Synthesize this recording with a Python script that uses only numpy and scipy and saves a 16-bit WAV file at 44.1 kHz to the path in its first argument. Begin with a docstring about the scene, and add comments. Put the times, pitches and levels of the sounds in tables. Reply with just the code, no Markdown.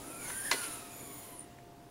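"""A van's powered tailgate swings up in a quiet showroom, heard from just below it.
Over humming ventilation the drive whines and whirs up to speed and the sliding struts hiss.
Half a second in, the latch clunks once, trailed by a few light knocks. The drive slows and
its pitch sinks; the strut seals squeal, and a high whistle plunges as the gate comes to rest."""
import sys
import numpy as np
from scipy import signal
from scipy.fft import rfft, irfft
from scipy.io import wavfile

SR = 44100
rng = np.random.default_rng(int(sys.argv[2]) if len(sys.argv) > 2 else 0)


def master_out(mix):
    """Clip the mix to full scale and print it as 16-bit PCM to the path in sys.argv[1]."""
    frames = np.transpose(np.atleast_2d(mix))
    ceiling = np.clip(frames, -1, 1)
    pcm = np.round(ceiling * 32767).astype(np.int16)
    wavfile.write(sys.argv[1], SR, pcm)


N = 83790
T = np.arange(N) / SR
IMPACT_RISE_S, IMPACT_ROOM_DB = .00069, -11
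# colour of the rattling door: f/Hz, density/dB
RATTLE = [(150, -21), (400, -7), (800, -13.5), (2000, -5.5), (3500, -9.5), (6000, -11.5), (9000, -15.5),
          (16000, -23)]


def drive_whine():
    """The drive sings at a pitch that follows its speed; a rougher whine falls away early on."""
    pitch = [(0, 1260), (.2, 1391), (.33, 1534), (.47, 1640), (.56, 1503), (.68, 1343), (.82, 1296),
             (1.0, 1190), (1.13, 1105), (1.28, 1018), (1.45, 962), (1.9, 877)]  # main glide: t/s, f/Hz
    level = [(0, -63), (.22, -56), (.35, -53), (.48, -52.5), (.62, -49.5), (.78, -58), (.98, -71),
             (1.12, -60), (1.22, -72), (1.34, -61), (1.5, -84), (1.9, -84)]  # its swells: t/s, level/dB
    partials = [(2, -0.5), (3, -3.5), (4, -7.5)]  # its overtones: multiple, level/dB
    partial_level = [(0, -91), (.4, -63.5), (.48, -58.5), (.6, -59.5), (.95, -64), (1.201, -66),
                     (1.36, -68.5), (1.55, -73), (1.9, -93)]  # their shared fader: t/s, level/dB
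    falling = [(0, 2650, -76), (.15, 2467, -60), (.27, 2170, -54.5), (.33, 1957, -55.5), (.41, 1822, -58),
               (.47, 1774, -44.5), (.52, 1730, -44), (.6, 1650, -86)]  # second whine: t/s, f/Hz, level/dB
    fall_partials = [(2, -6), (3, 2)]  # its overtones: multiple, level/dB
    fall_partial_level = [(0, -84), (.15, -66.5), (.29, -55.5), (.38, -72), (.47, -61), (.55, -72),
                          (.6, -120)]  # their shared fader: t/s, level/dB
    hz, = curve(pitch)
    core = tone(hz, wobble=.014, wobble_rate=61, flutter_db=1)
    whine = fader(level) * (core + from_db(-5) * rasp(hz, width_hz=286))
    whine += overtones(hz, partials, partial_level)
    fall_hz, fall_db = curve(falling)
    whine += from_db(fall_db) * rasp(fall_hz, width_hz=155)
    whine += overtones(fall_hz, fall_partials, fall_partial_level)
    return whine + from_db(-13.5) * room(whine)


def overtones(hz, partials, level):
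    """Rough overtones riding on a gliding pitch."""
    return fader(level) * sum(from_db(db) * rasp(round(k) * hz, width_hz=250) for k, db in partials)


def drive_body():
    """Meshing teeth whir, a thin tone holds, and the door panel drones while the drive runs."""
    whir_level = [(0, -51), (.18, -53.5), (.29, -45), (.37, -50), (.5, -47), (.64, -49), (.74, -48.5),
                  (.86, -52.5), (1.1, -54.5), (1.25, -54.5), (1.4, -60.5), (1.55, -66.5), (1.9, -91)]  # gear whir: t/s, level/dB
    whir_colour = [(200, 1.5), (500, 0), (900, 2), (1500, -2), (2500, -3.5), (4000, -6), (6000, -7),
                   (7300, -1.5), (8400, -10.5), (10000, -3), (12000, -11.5), (16000, -10)]  # its spectrum: f/Hz, density/dB
    steady_level = [(0, -62), (.5, -65.5), (.72, -60.5), (1.9, -61)]  # thin tone: t/s, level/dB
    drone_level = [(0, -56.5), (.1, -49), (.35, -57.5), (.6, -61.5), (.72, -57), (.95, -58), (1.1, -56),
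                   (1.35, -58), (1.6, -67.5), (1.9, -83)]  # panel drone: t/s, level/dB
    panel = [(132, 75, -7), (281, 55, 0), (388, 90, -3.5), (569, 216, -3)]  # panel resonances: f/Hz, width/Hz, level/dB
    teeth_per_s, spread_db = 2200, 6
    teeth = (rng.random(N) < teeth_per_s / SR) * rng.standard_normal(N)
    teeth *= from_db(spread_db * rng.standard_normal(N))
    whir = fader(whir_level) * coloured(.2 * rms_one(teeth) + rng.standard_normal(N), whir_colour)
    steady = fader(steady_level) * tone(hz=699, wobble=.0022, wobble_rate=8, flutter_db=.5)
    return whir + steady + fader(drone_level) * resonate(panel)


def struts():
    """The sliding struts hiss in narrow resonances and whistle high up in two fluttering strands."""
    hiss_level = [(0, -57.5), (.08, -52), (.18, -48.5), (.27, -44), (.42, -40.5), (.55, -42.5), (.66, -41),
                  (.76, -47.5), (.88, -57), (.95, -55.5), (1.1, -54), (1.25, -53), (1.36, -59), (1.45, -67),
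                  (1.56, -97), (1.9, -74)]  # sliding hiss: t/s, level/dB
    resonances = [(7100, 450, -12), (9225, 60, -3.5), (9380, 100, -3), (9650, 90, -2), (9900, 400, -10),
                  (10270, 100, -7), (10750, 450, -8), (11150, 240, -4), (12280, 200, -15),
                  (12800, 400, -13), (13800, 350, -13), (15200, 900, -18)]  # strut resonances: f/Hz, width/Hz, level/dB
    glide = [(.8, 13500, -66), (.95, 13600, -69), (1.03, 13960, -60), (1.07, 14570, -62),
             (1.14, 15000, -54), (1.2, 15100, -59), (1.3, 12960, -60), (1.36, 10770, -56.5),
             (1.4, 9460, -54.5), (1.43, 9250, -72), (1.47, 9200, -84)]  # the whistle's climb and plunge: t/s, f/Hz, level/dB
    strands = [(1, -1), (.915, -4)]  # its strands: pitch ratio, level/dB
    hiss = from_db(curve(hiss_level)[0] + .99 * drift(33)) * resonate(resonances)
    hz, db = curve(glide)
    whistle = 0
    for ratio, strand_db in strands:
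        flutter_db = 3.5 * np.clip(drift(22), -2, 1)
        whistle += from_db(db + strand_db + flutter_db) * rasp(ratio * hz, width_hz=480)
    low_cut = signal.butter(12, 9000, "high", fs=SR, output="sos")
    return hiss + signal.sosfilt(low_cut, whistle)


def seals():
    """The strut seals give short, breathy squeals."""
    squeals = [(0.91, 0.31, 6900, -59.5), (0.87, 0.084, 17000, -47), (0.91, .13, 11900, -56),
               (1.385, 0.03, 9370, -44)]  # each squeal: start/s, length/s, f/Hz, level/dB
    attack_s, release_s = .013, .082
    out = 0
    for start, length, hz, db in squeals:
        fade_in = (T - start) / attack_s
        fade_out = (start + length - T) / release_s + .5
        out += from_db(db) * np.clip(np.minimum(fade_in, fade_out), 0, 1) * rasp(hz, width_hz=190)
    return out


def latch():
    """The latch lets go with a crack; the panel twangs, lows arriving last, and thuds late."""
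    crack_colour = [(300, -36), (900, 1.5), (2100, 7.5), (3200, 3.5), (4300, 8), (6200, -1), (8300, -3),
                    (11000, -21), (16000, -29)]  # sharp crack: f/Hz, density/dB
    twang_level = [(0, -49), (.003, -22.5), (.008, -35.5), (.016, -40), (.028, -44), (.038, -60),
                   (.055, -80)]  # panel twang: t/s after the clunk, level/dB
    thud_bands = [(273, 60, -1), (440, 220, 4.5), (740, 180, -0.5)]  # panel thud: f/Hz, width/Hz, level/dB
    clunk_s = .5127
    from_hz, to_hz, glide_s = 1280, 197, .0125
    crack = from_db(-23) * burst(clunk_s, IMPACT_RISE_S, hold=.0033, t60=.016) * noise(crack_colour)
    hz = to_hz + (from_hz - to_hz) * np.exp(-np.maximum(T - clunk_s, 0) / glide_s)
    sounding = (T > clunk_s) & (T < clunk_s + twang_level[-1][0])
    twang = sounding * fader(twang_level, clunk_s) * np.sin(2 * np.pi * np.cumsum(hz * sounding) / SR)
    thud = from_db(-37) * burst(clunk_s + .014, rise=.017, hold=.017, t60=.064) * resonate(thud_bands)
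    clunk = crack + twang + thud + knocks()
    return clunk + from_db(IMPACT_ROOM_DB) * room(clunk)


def knocks():
    """Each blow rattles the door and rings the latch, with a new balance of modes."""
    blows = [(0.5142, -27.5, 0.088), (.529, -38, 0.083), (.622, -48, 0.21), (0.6333, -46.5, 0.3)]  # hits on latch and door: t/s, level/dB, rattle t60/s
    modes = [(722, -5.5, .11), (830, -7.5, 0.061), (1091, -1, 0.078), (1448, 3, 0.05), (1750, -4, 0.085),
             (2027, -1, 0.15), (2320, 2, 0.053), (2440, 0, 0.06), (2848, -33, .12), (2960, -6, .1),
             (4150, -14, 0.11), (4176, -6, 0.12), (4780, -16, 0.12), (5970, -4, 0.06)]  # latch modes: f/Hz, relative level/dB, t60/s
    ring_db, spread_db = -5, 2
    rattle = noise(RATTLE)
    out = 0
    for start, db, t60 in blows:
        out += from_db(db) * burst(start, IMPACT_RISE_S, 0, t60) * rattle
        for hz, mode_db, ring_s in modes:
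            strength, polarity = rng.standard_normal(2)
            gain = from_db(db + ring_db + mode_db + spread_db * strength) * np.sign(polarity)
            out += gain * burst(start, IMPACT_RISE_S, 0, ring_s) * np.sin(2 * np.pi * hz * (T - start))
    return out


def linkage():
    """The linkage ticks and the door panel bumps softly as the gate moves."""
    tick_hits = [(0.2984, -39, 1240), (0.3035, -39, 1440), (1.5851, -53, 1820)]  # small ticks: t/s, level/dB, f/Hz
    bump_hits = [(0.682, -46.5), (1.021, -51.5), (1.693, -53.5)]  # soft bumps: t/s, level/dB
    bump_colour = [(40, -10), (120, 0), (280, 5), (500, -5.5), (1500, -52), (16000, -80)]  # their dull body: f/Hz, density/dB
    tick_width_hz = 680
    splash = from_db(-8) * noise(RATTLE)
    ticks = 0
    for start, db, hz in tick_hits:
        envelope = from_db(db) * burst(start, IMPACT_RISE_S, hold=IMPACT_RISE_S, t60=.025)
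        ticks += envelope * (resonate([(hz, tick_width_hz, 0)]) + splash)
    bumps = sum(from_db(db) * burst(start, rise=.0055, hold=.011, t60=.04) for start, db in bump_hits)
    bumps *= noise(bump_colour)
    return ticks + from_db(IMPACT_ROOM_DB) * room(ticks) + bumps


def ventilation():
    """A low bed of rushing air with a few fan tones."""
    fan_tones = [(128, -66.5), (400, -67.5), (900, -72)]  # fan hum: f/Hz, level/dB
    air_colour = [(25, -5), (60, -2), (110, 1.5), (190, -0.5), (300, 1.5), (500, -6), (850, -8),
                  (1200, -13.5), (2500, -20), (5000, -23), (10000, -27), (16000, -28.5)]  # rush of air: f/Hz, density/dB
    hum = sum(from_db(db) * tone(hz, wobble=.0027, wobble_rate=9.3, flutter_db=2.5)
              for hz, db in fan_tones)
    return hum + from_db(-56) * noise(air_colour)


def room(x):
    """The showroom's diffuse, slightly dull reverb, wet only."""
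    tail = rng.standard_normal(N) * burst(0, rise=.0067, hold=.0067, t60=.57)
    tail = signal.sosfilt(signal.butter(1, 15000, fs=SR, output="sos"), tail)
    return signal.fftconvolve(x, tail / np.sqrt(np.sum(tail ** 2)))[:N]


def from_db(db):
    """Decibels to gain."""
    return 10 ** (np.asarray(db) / 20)


def rms_one(x):
    """Scale to unit power."""
    return x / np.sqrt(np.mean(x ** 2) + 1e-20)


def curve(rows, start=0):
    """The columns of a table, joined by straight lines in time."""
    times, *columns = np.transpose(rows)
    return [np.interp(T - start, times, column) for column in columns]


def fader(rows, start=0):
    """Gain automation from rows of t/s, level/dB."""
    return from_db(curve(rows, start)[0])


def burst(start, rise, hold, t60):
    """Envelope of a blow: linear attack, exponential decay from `hold` seconds after the start."""
    age = T - start
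    return np.clip(age / rise, 0, 1) * from_db(-60 * np.maximum(age - hold, 0) / t60)


def drift(rate_hz):
    """Smooth random modulation; unit power."""
    pole = np.exp(-2 * np.pi * rate_hz / SR)
    return rms_one(signal.lfilter([1], [1, -2 * pole, pole * pole], rng.standard_normal(N + SR))[SR:])


def coloured(x, spectrum):
    """Shape a signal with a smooth EQ curve; unit power."""
    hz, db = np.transpose(spectrum)
    bins = np.maximum(np.arange(N // 2 + 1) * SR / N, 1)
    eq = from_db(np.interp(np.log(bins), np.log(hz), db))
    return rms_one(irfft(rfft(x) * eq, N))


def noise(spectrum):
    """Coloured noise; unit power."""
    return coloured(rng.standard_normal(N), spectrum)


def resonate(bands):
    """Noise ringing in a set of resonances; unit power."""
    out = 0
    for hz, width, db in bands:
        band = signal.butter(2, [hz - width / 2, hz + width / 2], "band", fs=SR, output="sos")
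        out += from_db(db) * rms_one(signal.sosfilt(band, rng.standard_normal(N + SR // 2))[SR // 2:])
    return rms_one(out)


def tone(hz, wobble, wobble_rate, flutter_db):
    """A sine wavering in pitch and level; unit power."""
    phase = 2 * np.pi * np.cumsum(hz * (1 + wobble * drift(wobble_rate))) / SR
    return rms_one(np.sin(phase) * from_db(flutter_db * drift(26.7)))


def rasp(hz, width_hz):
    """A breathy band of noise around a steady or gliding pitch; unit power."""
    phase = 2 * np.pi * np.cumsum(hz * np.ones(N)) / SR
    slow = signal.butter(2, width_hz / 2, fs=SR, output="sos")
    a, b = signal.sosfilt(slow, rng.standard_normal((2, N + SR // 2)))[:, SR // 2:]
    return rms_one(a * np.cos(phase) + b * np.sin(phase))


def scene():
    """A mono mix, alike in both channels."""
    mix = drive_whine() + drive_body() + struts() + seals() + latch() + linkage() + ventilation()
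    return np.tile(mix, (2, 1))


def record(dry):
    """A steep high cut takes off the very top."""
    return signal.sosfilt(signal.ellip(12, .1, 80, 15750, fs=SR, output="sos"), dry)


dry = scene()
out = record(dry)
master_out(out)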